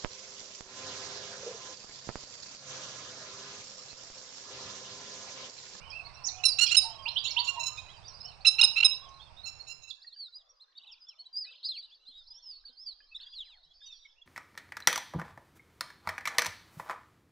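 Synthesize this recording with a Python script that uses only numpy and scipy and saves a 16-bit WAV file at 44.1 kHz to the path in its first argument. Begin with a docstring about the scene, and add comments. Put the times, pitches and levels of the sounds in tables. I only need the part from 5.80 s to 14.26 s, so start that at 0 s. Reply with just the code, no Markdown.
"""Whistling ducks at a wetland. On the bank a flock peeps in near-pure gliding tones while far waterfowl
honk over a low rumble of air. Off to the right a harsh, reedy bird stutters out squawks; one duck gives
four rising wheeps, a second harsh bird answers from further off, and the first calls again. Near four
seconds the bank fades into a quiet pond, where many ducks twitter in thin whistles among small plops.
After six seconds come a light breeze and a few low knocks. Reeds and trees scatter the calls."""
import sys
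import numpy as np
from scipy import signal
from scipy.fft import rfft, irfft, next_fast_len
from scipy.io import wavfile
from scipy.ndimage import uniform_filter1d

SR = 44100
rng = np.random.default_rng(int(sys.argv[2]) if len(sys.argv) > 2 else 0)


def unload_audio(sound):
    """Save the sound as a 16-bit wav file, at the path given as the first command line argument."""
    columns = np.transpose(np.atleast_2d(sound))
    # keep every value between -1 and 1, then stretch to whole-number steps
    steps = np.round(np.clip(columns, -1, 1) * 32767)
    wavfile.write(sys.argv[1], SR, steps.astype(np.int16))


N = 373086
TIME = np.arange(N) / SR


def near_squawker(direct_db=-2.7, ground_db=-22, trees_db=-18, hoarse_db=-23):
    """The harsh bird close by, with quick returns from the ground and a longer one from the trees."""
    # Each row: start in seconds, length in seconds, pitch in Hz, level in dB, strain from 0 to 1,
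    # shrillness in dB, top-end gain in dB.
    syllables = [ (.637, 0.011, 1381, -23, 0.35, 6, -2), (0.651, 0.026, 1351, -16, 0.99, 8.5, -4),
                 (0.68, 0.019, 1356, -23, 0.99, -1, -16), (0.786, 0.018, 1376, -20, 0.28, 11.5, -3),
                 (0.807, 0.045, 1419, -17.5, 0.46, 13.5, -1), (0.91, 0.027, 1394, -21.5, 0.29, 11.5, -11),
                 (.945, 0.015, 1423, -20, 0.26, 13.5, -3), (0.967, 0.029, 1307, -13.5, 0.95, 4.5, -2.5),
                 (2.649, 0.015, 1369, -19, 0.2, -4, -14), (2.665, 0.031, 1327, -12.5, 0.76, 0, -16.5),
                 (2.785, 0.023, 1385, -17.5, .2, -9, -25.5), (2.812, .011, 1285, -11.5, 0.73, -2, -26.5),
                 (2.826, 0.013, 1409, -14, .22, -6.5, -25), (2.836, 0.022, 1276, -13.5, 0.93, -0.5, -27),
                 (2.959, 0.037, 1348, -21.5, .15, -8.5, -27), (3.002, .012, 1353, -19, 0.19, -7, -22),
                 (3.027, .011, 1412, -15.5, 0, -8, -14), (3.045, 0.026, 1287, -12.5, .85, -5, -13)]
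    dry = np.zeros(N)
    for *note, strain, shrill_db, top_db in syllables:
        start, voice = squawk(*note, strain, shrill_db, top_db, jitter=.02, rasp=.12, rasp_hz=570)
        hoarse = gain_of(hoarse_db + shrill_db / 2) * (1 - strain)  # slack, shrill notes turn breathy
        add(dry, start, voice * (1 + hoarse * waver(len(voice), rate_hz=1400)))
    ground = gain_of(ground_db) * outdoors(dry, build_s=.024, decay_scale=.3)
    trees = gain_of(trees_db) * outdoors(dry, build_s=.041, decay_scale=.42)
    return caller_pan() * (gain_of(direct_db) * dry + ground + trees)


def far_squawker(direct_db=-2, wet_db=-11, top_db=-15):
    """A second harsh bird answers from further off, blurred by the scrub."""
    # Each row: start in seconds, length in seconds, pitch in Hz, level in dB, strain from 0 to 1,
    # shrillness in dB.
    syllables = [ (1.438, 0.036, 1367, -34.5, 0.48, 15.5), (1.641, 0.018, 1392, -38.5, .4, 21),
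                 (1.671, 0.035, 1392, -29, 0.34, 12), (1.794, 0.023, 1348, -33.5, .4, 17.5),
                 (1.831, 0.011, 1363, -30.5, .5, 14), (1.857, 0.03, 1346, -28.5, 0.56, 18),
                 (1.971, 0.024, 1251, -38.5, 0.34, 2.5), (3.654, 0.041, 1354, -38.5, 0.48, 16.5),
                 (3.869, 0.058, 1375, -41, 0.43, 14), (4.019, 0.034, 1331, -50, 0.44, 20),
                 (4.071, 0.043, 1359, -48.5, 0.41, 13)]
    dry = np.zeros(N)
    for *note, shrill_db in syllables:
        start, voice = squawk(*note, shrill_db, top_db + shrill_db, jitter=.015, rasp=.27, rasp_hz=254,
                              shrill_hz=6760, shrill_width_hz=1130)
        add(dry, start, bounced(voice, share=.98, spread_s=.014))
    wet = gain_of(wet_db) * outdoors(dry, build_s=.008, decay_scale=.68)
    return caller_pan() * (gain_of(direct_db) * dry + wet)


def squawk(s, length, pitch_hz, db, strain, shrill_db, top_db, jitter, rasp, rasp_hz,
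           shrill_hz=7400, shrill_width_hz=1400, dulling=.45, arch=.008, scoop=.07, scoop_s=.0028):
    """A reedy harmonic voice: strain moves its weight from the second harmonic to the higher ones."""
    # The throat's tone, slack and strained. Each row: frequency in Hz, gain in dB.
    slack_throat = [(1350, -29), (2000, 1.5), (2800, 1.5), (4100, -10), (5400, -26), (6900, -22.5),
                    (8300, -33), (9600, -67.5), (12000, -38), (15000, -62)]
    strained_throat = [(1300, -37.5), (2600, -20.5), (3900, -1), (5200, 2.5), (6500, -22.5), (7800, -37.5),
                       (9100, -1.5), (10400, -25), (11800, -35.5), (14800, -36), (16000, -45)]
    slack = 1 - strain
    crest = .79 * slack + .25 * strain  # slack notes peak late, strained ones early
    rise = .07 * slack - .018 * strain  # slack notes climb, strained ones sag
    start, along, level = swell(s, length, db, crest, ends_db=-14, fullness=4.4,
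                                edge_s=.002, release_s=.0022)
    hz = pitch_hz * glide(along, 1 - rise / 2 - arch, 1, 1 + rise / 2 - arch)
    hz *= 1 - scoop * slack * np.exp(-along * length / scoop_s)
    loose = 1 - .95 * strain  # a slack membrane beats less evenly
    phase = 2 * np.pi * np.cumsum(hz * (1 + jitter * loose * waver(len(hz), rate_hz=230))) / SR
    harmonic_hz = np.arange(1, 13)[:, None] * hz
    throat_db = slack * read(slack_throat, harmonic_hz) + strain * read(strained_throat, harmonic_hz)
    throat_db += shrill_db * np.exp(-((harmonic_hz - shrill_hz) / shrill_width_hz) ** 2)
    throat_db += top_db * np.clip((harmonic_hz - 10300) / 1500, 0, 1)
    # The top dies first as pressure drops.
    easing_db = np.maximum(20 * np.log10(level / level.max() + 1e-9), -25)
    throat_db += dulling * easing_db * np.clip((harmonic_hz - 4000) / 5000, 0, 2)
    weights = gain_of(throat_db)
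    weights *= np.sqrt(2 / (weights ** 2).sum(0))
    voice = sum(weight * (1 + rasp * loose * waver(len(hz), rasp_hz)) * np.sin(k * phase)
                for k, weight in enumerate(weights, 1))
    return start, level * voice


def bank_ducks(direct_db=-1.5, wet_db=-12, far_db=-2):
    """The flock whistles and peeps on the grass, busiest in the first two seconds."""
    # Each row: start in seconds, length in seconds, start, middle and end pitch in Hz, level in dB,
    # loudest point from 0 to 1.
    glides = [(0.101, 0.04, 5590, 4690, 4620, -45, 0.1), (0.118, 0.099, 2380, 2680, 2480, -40, 0.62),
              (0.148, 0.04, 5400, 5450, 5260, -55, 0.3), (0.249, 0.027, 3960, 4460, 4130, -46.5, 0.75),
              (0.337, 0.048, 5260, 5510, 4290, -58.5, 0.08), (0.485, 0.014, 4340, 4120, 3640, -34.5, 0.2),
              (0.689, 0.055, 4980, 4760, 4430, -27.5, 0.07), (0.862, 0.02, 5240, 5340, 4840, -28.5, 0.2),
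              (0.983, 0.086, 5230, 4700, 3840, -36.5, 0.07), (1.225, 0.05, 4950, 4600, 4280, -51, 0.4),
              (1.31, 0.08, 5400, 5650, 4910, -53.5, 0.5), (1.435, 0.045, 3900, 3750, 3470, -36.5, 0.42),
              (1.506, 0.027, 5920, 5260, 5010, -38.5, 0.07), (1.585, 0.035, 4600, 4480, 4420, -35.5, 0.46),
              (2.085, 0.07, 2900, 3400, 2780, -56, 0.3), (2.249, 0.045, 4620, 4940, 5800, -46, 0.23),
              (2.28, 0.028, 5930, 5460, 4920, -45.0, 0.08), (2.335, 0.045, 4450, 5000, 4470, -50.5, 0.5),
              (2.392, 0.031, 4480, 5180, 5030, -42.5, 0.85), (2.466, 0.039, 4480, 4340, 4020, -48.5, 0.18),
              (3.395, 0.06, 3600, 4350, 4100, -60.5, 0.46), (3.567, 0.05, 3500, 3840, 3730, -51, 0.15),
              (4.102, 0.017, 5060, 3560, 3570, -39, 0.37)]
    # Each row: start in seconds, length in seconds, pitch in Hz, slide as a share of pitch, level in dB.
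    short_peeps = [(0.441, 0.016, 5620, -0.033, -35), (0.466, 0.016, 6100, -0.066, -30.5),
                   (0.497, 0.016, 5720, 0.0, -32.5), (1.278, 0.021, 5100.0, 0.032, -37),
                   (1.507, 0.016, 4350.0, 0.02, -34), (2.165, 0.028, 4780, 0.018, -54),
                   (2.438, 0.037, 5350, 0.047, -45.5), (3.287, 0.0093, 6160, 0.012, -57),
                   (3.506, 0.0093, 5200, -0.088, -52.5), (3.635, 0.036, 4230.0, -0.01, -43.5),
                   (3.795, 0.028, 4314, 0.0013, -46), (3.902, 0.063, 5250, 0.0083, -48.5)]
    near = whistles(glides + peeps(short_peeps), jitter=.011, flutter=.48, octave_db=-34.5, bounce=.35)
    far = far_flock(-.05, 3.4, count=50, pitch_hz=4200, level_db=-53.5)
    far += far_flock(-.068, 2.15, count=32, pitch_hz=2900, level_db=-54.5)
    wet = gain_of(wet_db) * outdoors(near + far, build_s=.017, decay_scale=.39)
    return caller_pan() * (gain_of(direct_db) * near + gain_of(far_db) * far + wet)


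def wheeping_duck(direct_db=-4, wet_db=-9, halfway_climb=.38, crest=.17, flick_s=.0095, flick_db=-3):
    """One duck at the back: each whistle climbs ever faster to a flick, broken up by the scrub."""
    # Each row: start in seconds, length in seconds, start and top pitch in Hz, level in dB.
    wheeps = [(1.252, 0.038, 2290, 4127, -25.5), (1.36, .031, 2850, 4610, -27.5),
              (1.45, .035, 2620, 4530, -28), (1.566, .031, 2650, 4566, -24.5)]
    climbs = [(s, length, low, low + halfway_climb * (top - low), top, db, crest)
              for s, length, low, top, db in wheeps]
    flicks = [(s + length - flick_s / 2, flick_s, top, 0, db + flick_db)
              for s, length, _, top, db in wheeps]
    dry = whistles(climbs + peeps(flicks), jitter=.016, flutter=.4, octave_db=-41.5, bounce=.61)
    wet = gain_of(wet_db) * outdoors(dry, build_s=.004, decay_scale=.4)
    return caller_pan() * (gain_of(direct_db) * dry + wet)


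def pond_ducks(wet_db=-17, far_db=-1):
    """Ducks on open water, the reeds answering faintly; far ones join in as the chorus grows."""
    # Each row: start in seconds, length in seconds, start, middle and end pitch in Hz, level in dB,
    # loudest point from 0 to 1.
    glides = [(4.192, 0.049, 4360, 5080, 5120, -63, 0.88), (4.216, 0.05, 3580, 4720, 4500, -54.5, 0.15),
              (4.268, 0.026, 4510, 4260, 4560, -46, 0.56), (4.29, 0.075, 4060, 3520, 2830, -63, 0.13),
              (4.325, 0.029, 4060, 4400, 4880, -50.5, 0.13), (4.364, 0.12, 4680, 4384, 3640, -43.0, 0.53),
              (4.524, 0.027, 3874, 4040, 4070, -50.5, 0.47), (4.587, 0.036, 3980, 3720, 3140, -59.5, 0),
              (4.8, 0.048, 3460, 4200, 3560, -54.5, 0.35), (4.915, 0.017, 5040, 4125, 2680, -67.5, 0.8),
              (4.954, 0.038, 3520, 3790, 3800, -51, 0.88), (5.006, 0.044, 3030, 3800, 3900, -59, 0.78),
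              (5.064, 0.081, 4150, 3250, 2400, -54.5, 0.15), (5.117, 0.026, 5550, 5090, 4300, -47.5, 0.43),
              (5.205, 0.055, 5220, 4930, 5270, -54, 0.46), (5.268, 0.074, 3570, 3140, 2270, -56.5, 0.01),
              (5.285, 0.017, 5460, 5470, 4890, -45, 0.5), (5.531, 0.049, 4790, 4750, 4950, -38.5, 0.83),
              (5.559, 0.094, 4676, 5032, 4240, -36.0, 0.28), (5.649, 0.054, 4170, 3840, 3530, -51.5, 0),
              (5.71, 0.03, 3980, 3640, 2360, -51.5, 0.08), (5.75, 0.015, 2480, 3480, 4400, -55.5, 0.5),
              (5.832, 0.042, 3870, 4880, 4923, -34.5, 0.87), (5.841, 0.053, 3570, 4480, 4570, -37, 0.25),
              (5.888, 0.039, 4060, 4100, 3410, -32.5, 0.07), (5.93, 0.053, 3450, 2980, 2190, -48.5, 0.1),
              (5.964, 0.054, 3960, 4610, 3860, -40.5, 0), (6.027, 0.033, 3610, 4060, 3530, -46, 0.01),
              (6.096, 0.034, 3330, 4820, 3340, -60, 0.62), (6.108, 0.043, 2900, 3475, 3236, -58.5, 0.6),
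              (6.135, 0.045, 3500, 4640, 3700, -61, 0.48), (6.256, 0.07, 3470, 4204, 3780, -51, 0.47),
              (6.321, 0.11, 3560, 3810, 3520, -52.5, 0.55), (6.462, 0.031, 3760, 4590, 5300, -54.5, 0.53),
              (6.503, 0.032, 5090, 4950, 5280, -47.5, 0.2), (6.541, 0.052, 5380, 5420, 6000, -51, 0.47),
              (6.627, 0.09, 5600, 5140, 4950, -45, 0.93), (6.701, 0.09, 5030, 4430, 4550, -48.5, 0.06),
              (6.852, 0.058, 4445, 4480, 3595, -47.0, 0), (6.963, 0.11, 4150, 5190, 5200, -50.5, 0.4),
              (7.061, 0.068, 4815, 4455, 3890, -40, 0), (7.401, 0.037, 3270, 4420, 3790, -48, 0.03),
              (7.436, 0.14, 4500, 4850, 4530, -56, 0.86), (7.55, 0.051, 4560, 4060, 3710, -43, 0.87),
              (7.603, 0.034, 3500, 3280, 2880, -39.5, 0.08), (7.615, 0.133, 3630, 4050, 3140, -56.5, 0.95),
              (7.64, 0.078, 2900, 1960, 1140, -72, 0), (7.666, 0.12, 3660, 2570, 1430, -64.5, 0),
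              (7.935, 0.045, 4500, 4530, 4960, -62.5, 0.8), (8.004, 0.09, 5200, 4890, 4340, -59, 0.92),
              (8.008, 0.16, 3500, 3716, 3230, -50, 0.36), (8.112, 0.16, 5500, 5660, 5570, -62, 0.02),
              (8.123, 0.11, 5000, 4200, 3260, -64, 0.1), (8.235, 0.035, 4100, 3650, 2950, -64, 0.7)]
    # Each row: start in seconds, length in seconds, pitch in Hz, slide as a share of pitch, level in dB.
    short_peeps = [(4.543, 0.042, 4905, 0.022, -45.8), (4.692, 0.028, 5700, -0.0013, -57.5),
                   (4.975, 0.014, 4550, 0.0051, -43.5), (5.39, 0.032, 4385, 0.01, -47),
                   (5.456, 0.022, 4010, 0.013, -48.5), (5.645, 0.018, 2006, -0.0029, -59.5),
                   (5.662, 0.056, 2607, 0.05, -54), (5.942, 0.026, 4300, -0.035, -44.9),
                   (7.314, 0.028, 2628, -0.0017, -53.5), (7.348, 0.012, 3570, -0.015, -36),
                   (7.36, 0.013, 3850.0, -0.057, -40), (7.431, 0.015, 3555, -0.028, -44),
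                   (7.461, 0.021, 3370, 0.0072, -48.5), (7.526, 0.029, 3400, -0.0073, -49.5),
                   (7.537, 0.013, 2876, 0.08, -60), (7.825, 0.019, 4440.0, 0.01, -64.5),
                   (7.91, 0.019, 3400.0, 0.01, -58), (8.057, 0.028, 5960, -0.013, -54),
                   (8.117, 0.02, 3620.0, -0.023, -49.5), (8.252, 0.015, 2232, -0.015, -50),
                   (8.417, 0.016, 3396, 0.00068, -49.5)]
    near = whistles(glides + peeps(short_peeps), jitter=.006, flutter=.18, octave_db=-29.5, bounce=.23)
    far = far_flock(4.2, 6.1, count=20, pitch_hz=4500, level_db=-70)
    far += far_flock(5.62, 8.3, count=80, pitch_hz=4750, level_db=-63.5)
    far += far_flock(5.2, 8.7, count=26, pitch_hz=3860, level_db=-66)
    wet = gain_of(wet_db) * outdoors(near + 3 * far, build_s=.0054, decay_scale=.5)
    return caller_pan() * (near + gain_of(far_db) * far + wet)


def whistles(notes, jitter, flutter, octave_db, bounce):
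    """Trembling, near-pure glides, each by its own path; the octave shows when a note is forced."""
    dry = np.zeros(N)
    for s, length, start_hz, middle_hz, end_hz, db, crest in notes:
        start, along, level = swell(s, length, db, crest, ends_db=-11.5, fullness=2.01,
                                    edge_s=.0037, release_s=.0024)
        hz = glide(along, start_hz, middle_hz, end_hz)
        phase = 2 * np.pi * np.cumsum(hz * (1 + jitter * waver(len(hz), rate_hz=88))) / SR
        octave = gain_of(octave_db) * np.sqrt(level / level.max()) / (1 + (hz / 4150) ** 10)
        level *= 1 + flutter * waver(len(hz), rate_hz=41)
        tone = np.sqrt(2) * level * (np.sin(phase) + octave * np.sin(2 * phase))
        add(dry, start, bounced(tone, bounce, spread_s=.016))
    return dry


def peeps(rows, arch=.04):
    """Whistle notes that share one pitch arch, tilted by their slide and loudest in the middle."""
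    return [(s, length, hz * (1 - arch - slide), hz, hz * (1 - arch + slide), db, .5)
            for s, length, hz, slide, db in rows]


def twitter(wet_db=-9, chirps=18, max_fall=.28):
    """Excited bursts among the whistles, each a swarm of tiny falling chirps around one pitch."""
    # Each row: start in seconds, length in seconds, pitch in Hz, level in dB.
    bursts = [(0.455, 0.03, 6440, -40), (0.851, 0.056, 4830, -38), (0.86, 0.042, 3045, -39.5),
              (4.988, 0.13, 3300, -63), (5.098, 0.091, 3220, -68), (5.647, 0.12, 3550, -67),
              (5.643, 0.09, 1667, -76), (5.722, 0.12, 3690, -64), (7.397, 0.05, 3690, -61),
              (7.384, 0.11, 1840, -75)]
    dry, along = np.zeros(N), np.linspace(0, 1, SR // 64)
    for s, length, hz, db in bursts:
        swarm = np.zeros(round((length + .02) * SR))
        for k, (when, high, fall) in enumerate(rng.random((chirps, 3))):
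            pitch = hz * (.8 + .42 * high) * (1 - max_fall * fall * along)
            chirp = np.hanning(len(along)) * np.sin(2 * np.pi * np.cumsum(pitch) / SR)
            add(swarm, length * (k + when) / chirps, chirp)
        add(dry, s - .006, gain_of(db) * unit_rms(swarm))
    return caller_pan() * (dry + gain_of(wet_db) * outdoors(dry, build_s=.01, decay_scale=.63))


def far_honks(lean_db=-10, direct_db=-2, wet_db=-8):
    """Distant waterfowl: only each honk's strongest partial carries, over a gabble of fainter ones."""
    # Each row: start in seconds, length in seconds, pitch in Hz, slide as a share of pitch, level in dB.
    honks = [(.2, .13, 1125, .025, -57), (.38, 0.065, 1036, -0.073, -52.5),
             (.52, 0.15, 739.5, -0.015, -53.5), (1.0, 0.26, 685, -0.11, -56.5),
             (1.04, 0.056, 907, 0.0043, -39.5), (1.1, 0.26, 1082, -0.049, -54),
             (1.255, 0.042, 925, 0.038, -44), (1.565, 0.066, 957.4, 0.024, -34.5),
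             (1.6, 0.35, 1073, -0.047, -50), (1.73, .1, 672, -0.084, -54.5),
             (1.765, .036, 947, .025, -36.5), (1.89, 0.095, 1221, 0.031, -55.5),
             (2.79, 0.079, 914, -0.024, -43.5), (3.0, 0.087, 932, 0.072, -52),
             (3.18, 0.23, 1084, 0.013, -56)]
    dry = whistles(peeps(honks, arch=.013), jitter=.007, flutter=.25, octave_db=-28.5, bounce=.25)
    dry += far_flock(-.027, 3.5, count=40, pitch_hz=1067, level_db=-56)
    wet = gain_of(wet_db) * outdoors(dry, build_s=.011, decay_scale=.59)
    return pan(lean_db)[:, None] * (gain_of(direct_db) * dry + wet)


def far_flock(from_s, to_s, count, pitch_hz, level_db, crest=.33):
    """Birds further off: wavering, arched notes at random moments."""
    notes = []
    for k, (when, long, high, faint, fall, climb) in enumerate(rng.random((count, 6))):
        s = from_s + (to_s - from_s) * (k + when) / count
        length = .022 + .08 * long
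        hz = pitch_hz * (.7 + .48 * high)
        arc_hz = hz * (.97 - .2 * climb), hz * .97, hz * (.95 - .22 * fall)
        notes.append((s, length, *arc_hz, level_db - 9 * faint, crest))
    return whistles(notes, jitter=.014, flutter=.35, octave_db=-30, bounce=1)


def pond_plops_and_knocks(wet_db=-12, attack_s=.00085):
    """Small plops, a few low knocks and a soft thump at the pond, all quickly dying tones."""
    # Each row: start in seconds, pitch in Hz, level in dB, seconds to die away by 60 dB.
    plops_and_knocks = [(4.246, 1877, -57, 0.057), (4.36, 1660, -71, 0.069), (4.483, 1420, -70.5, .09),
                        (4.882, 1627, -75.5, 0.086), (6.288, 258, -72.5, 0.079), (6.292, 478, -82.5, 0.083),
                        (6.84, 1616, -66, 0.047), (6.893, 250, -75, .12), (6.895, 494, -70, 0.049),
                        (7.204, 1697, -58.5, 0.051), (7.206, 2500, -67.5, 0.039), (7.86, 155, -80.5, 0.19),
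                        (8.016, 1674, -64, 0.045)]
    dry, t = np.zeros(N), np.arange(SR // 4) / SR
    for s, hz, db, t60 in plops_and_knocks:
        envelope = 2 * gain_of(db - 60 * t / t60) * (1 - np.exp(-t / attack_s))
        add(dry, s, envelope * np.sin(2 * np.pi * hz * t))
    return dry + gain_of(wet_db) * outdoors(dry, build_s=.01, decay_scale=.57)


def air_beds(bank_db=-57.5, pond_db=-77.5, pond_in_s=3.93, fade_in_s=.5):
    """The rumble and hiss of the bank give way to the hush of the pond and a light breeze."""
    # The tone of each bed. Each row: frequency in Hz, relative level in dB.
    bank_colour = [(12, -29.5), (20, -1.5), (118, -3), (256, -23.5), (713, -10), (1050, -11), (2040, -23),
                   (2620, -14.5), (3180, -28), (5090, -19), (6360, -34), (7510, -44.5), (8380, -28.5),
                   (9370, -61.5), (15000, -62.5)]
    pond_colour = [(20, 12), (50, -15.5), (100, -39), (200, -18), (500, -5.5), (1000, 0), (2000, -10),
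                   (3000, -12), (4400, -4), (6300, -14.5), (8000, -38), (15000, -35.5)]
    breeze_colour = [(10, 9), (30, -4), (60, -17.5), (120, -36.5), (250, -46), (1000, -82)]
    # Stereo balance. Each row: frequency in Hz, left minus right in dB.
    bank_lean = [(60, -21.5), (120, -25.5), (200, -13), (380, 2.5), (700, -2), (1300, -3.5), (2400, -6.5),
                 (8000, -16.5), (15000, 1)]
    centred = [(20, 0), (15000, 0)]
    # Fader moves. Each row: time in seconds, gain in dB.
    bank_fade = [(0, 2.5), (2.1, 0), (3.5, -2.5), (3.8, -2), (4.0, -8), (4.12, -16), (4.2, -56)]
    breeze_fade = [(4, -92), (4.5, -102), (6.25, -86), (6.36, -64), (7.0, -72), (7.45, -68.5), (8, -69),
                   (8.46, -78)]
    bank = gain_of(bank_db + ride(bank_fade)) * air(bank_colour, bank_lean, shared=.16, patchy_db=1)
    pond = gain_of(pond_db) * air(pond_colour, centred, shared=.2, patchy_db=4.5)
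    breeze = gain_of(ride(breeze_fade)) * air(breeze_colour, centred, shared=1, patchy_db=-3)
    return bank + (pond + breeze) * np.interp(TIME, [pond_in_s - fade_in_s, pond_in_s], [0, 1])


def air(colour, lean, shared, patchy_db):
    """Coloured noise in drifting patches; `shared` sets how alike the two ears are."""
    frames, hz = N // 512 + 5, np.fft.rfftfreq(2048, 1 / SR)
    noise = rng.standard_normal((frames, len(hz), 5)).T
    left = noise[0] + 1j * noise[1]
    right = shared * left + np.sqrt(1 - shared ** 2) * (noise[2] + 1j * noise[3])
    patches = unit_rms(uniform_filter1d(uniform_filter1d(noise[4], size=9, axis=0), size=9, axis=1))
    shape = gain_of(read(colour, hz)[:, None] + patchy_db * patches)
    spectra = np.array([left, right]) * shape * pan(read(lean, hz))[:, :, None]
    bed = signal.istft(spectra, nperseg=2048, noverlap=1536)[1][:, :N]
    return bed / np.std(bed.mean(0))


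def bounced(x, share, spread_s):
    """Eight quick bounces off ground and water: a gliding note flutters through their comb."""
    delay, sign = rng.random((2, 8))
    taps = np.zeros(SR // 20)
    taps[(spread_s * (.1 + delay) * SR).astype(int)] = np.sign(sign - .5) * share / np.sqrt(8)
    taps[0] = 1
    return signal.fftconvolve(x, taps) / np.sqrt(1 + share ** 2)


def outdoors(x, build_s, decay_scale):
    """Scatter from reeds and trees: sparse taps, treble dying first, unrelated in each ear."""
    # Each row: frequency in Hz, seconds to die away by 60 dB before decay_scale shortens it.
    echo_t60 = [(500, 1), (3000, 0.81), (6000, 0.97), (10000, 0.47), (15000, 0.6)]
    taps = np.zeros((2, SR))
    slots = np.arange(0, SR - 12, 12)
    arrivals = slots + rng.integers(0, 12, (2, len(slots)))
    np.put_along_axis(taps, arrivals, rng.choice([-1., 1.], arrivals.shape), 1)
    hz, t, spectra = signal.stft(taps, SR, nperseg=256)
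    envelope = gain_of(-60 * t / (decay_scale * read(echo_t60, hz)[:, None])) * np.minimum(t / build_s, 1)
    tail = signal.istft(spectra * envelope, SR, nperseg=256)[1]
    return signal.fftconvolve(x[None], tail / np.linalg.norm(tail[0]), axes=1)[:, :N]


def caller_pan():
    """Panning that follows the callers: well to the right on the bank, near centre on the pond."""
    # Each row: time in seconds, left minus right in dB.
    caller_side = [(.3, -18), (.46, -24), (.7, -15.5), (1.8, -18), (2.2, -11), (3.2, -10.5), (3.7, -16.5),
                   (4.1, -20), (4.2, -3), (6.1, -.5), (6.6, -3.5), (7.1, -4.5), (7.6, -0.5), (8.1, -3.8)]
    return pan(ride(caller_side))


def swell(s, length, db, crest, ends_db, fullness, edge_s, release_s):
    """Start, progress 0-1 and amplitude of a note that swells to its crest, eases off and dies."""
    t = np.arange(-edge_s, length + 2 * np.pi * release_s, 1 / SR)
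    along, crest = np.clip(t / length, 0, 1), np.clip(crest, .05, .95)
    from_crest = np.maximum((crest - along) / crest, (along - crest) / (1 - crest))
    attack = np.sin(np.pi / 2 * np.minimum(t / edge_s + 1, 1)) ** 2
    release = np.exp(-np.maximum(t - length, 0) / release_s)
    return s - edge_s, along, attack * release * gain_of(db + ends_db * from_crest ** fullness)


def glide(along, start, middle, end):
    """One smooth arc through three pitches."""
    return start + (end - start) * along + (2 * middle - start - end) * 2 * along * (1 - along)


def waver(size, rate_hz):
    """A smooth random wobble of rms about 1, rolling off above the rate."""
    length = next_fast_len(size + 8192)
    hz = np.fft.rfftfreq(length, 1 / SR)
    return unit_rms(irfft(rfft(rng.standard_normal(length)) / (1 + (hz / rate_hz) ** 4), length))[:size]


def pan(lean_db):
    """Left and right gains whose mean is 1; a positive lean is to the left."""
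    ratio = gain_of(lean_db)
    return np.array([2 * ratio / (1 + ratio), 2 / (1 + ratio)])


def ride(points):
    """An automation curve over the whole scene."""
    return np.interp(TIME, *np.transpose(points))


def read(points, hz):
    """Reads a curve on a log-frequency axis."""
    point_hz, value = np.transpose(points)
    return np.interp(np.log(hz + 1), np.log(point_hz + 1), value)


def add(mix, s, sound):
    """Drops a sound into the mix at s seconds."""
    part = mix[..., max(round(s * SR), 0):][..., :sound.shape[-1]]
    part += sound[..., :part.shape[-1]]


def gain_of(db):
    """Decibels to amplitude."""
    return 10 ** (np.asarray(db) / 20)


def unit_rms(x):
    """Scales to rms 1."""
    return x / np.sqrt(np.mean(x ** 2) + 1e-20)


def scene():
    """The birds, the pond and the air around them."""
    birds = near_squawker() + far_squawker() + bank_ducks() + wheeping_duck() + pond_ducks() + twitter()
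    return birds + far_honks() + pond_plops_and_knocks() + air_beds()


def record(dry, cutoff_hz=15700):
    """A steep low-pass trims the very top of the mix."""
    lowpass = signal.firwin(511, cutoff_hz, window=("kaiser", 9), fs=SR)
    return signal.oaconvolve(dry, lowpass[None], "same")


dry = scene()
out = record(dry)
unload_audio(out)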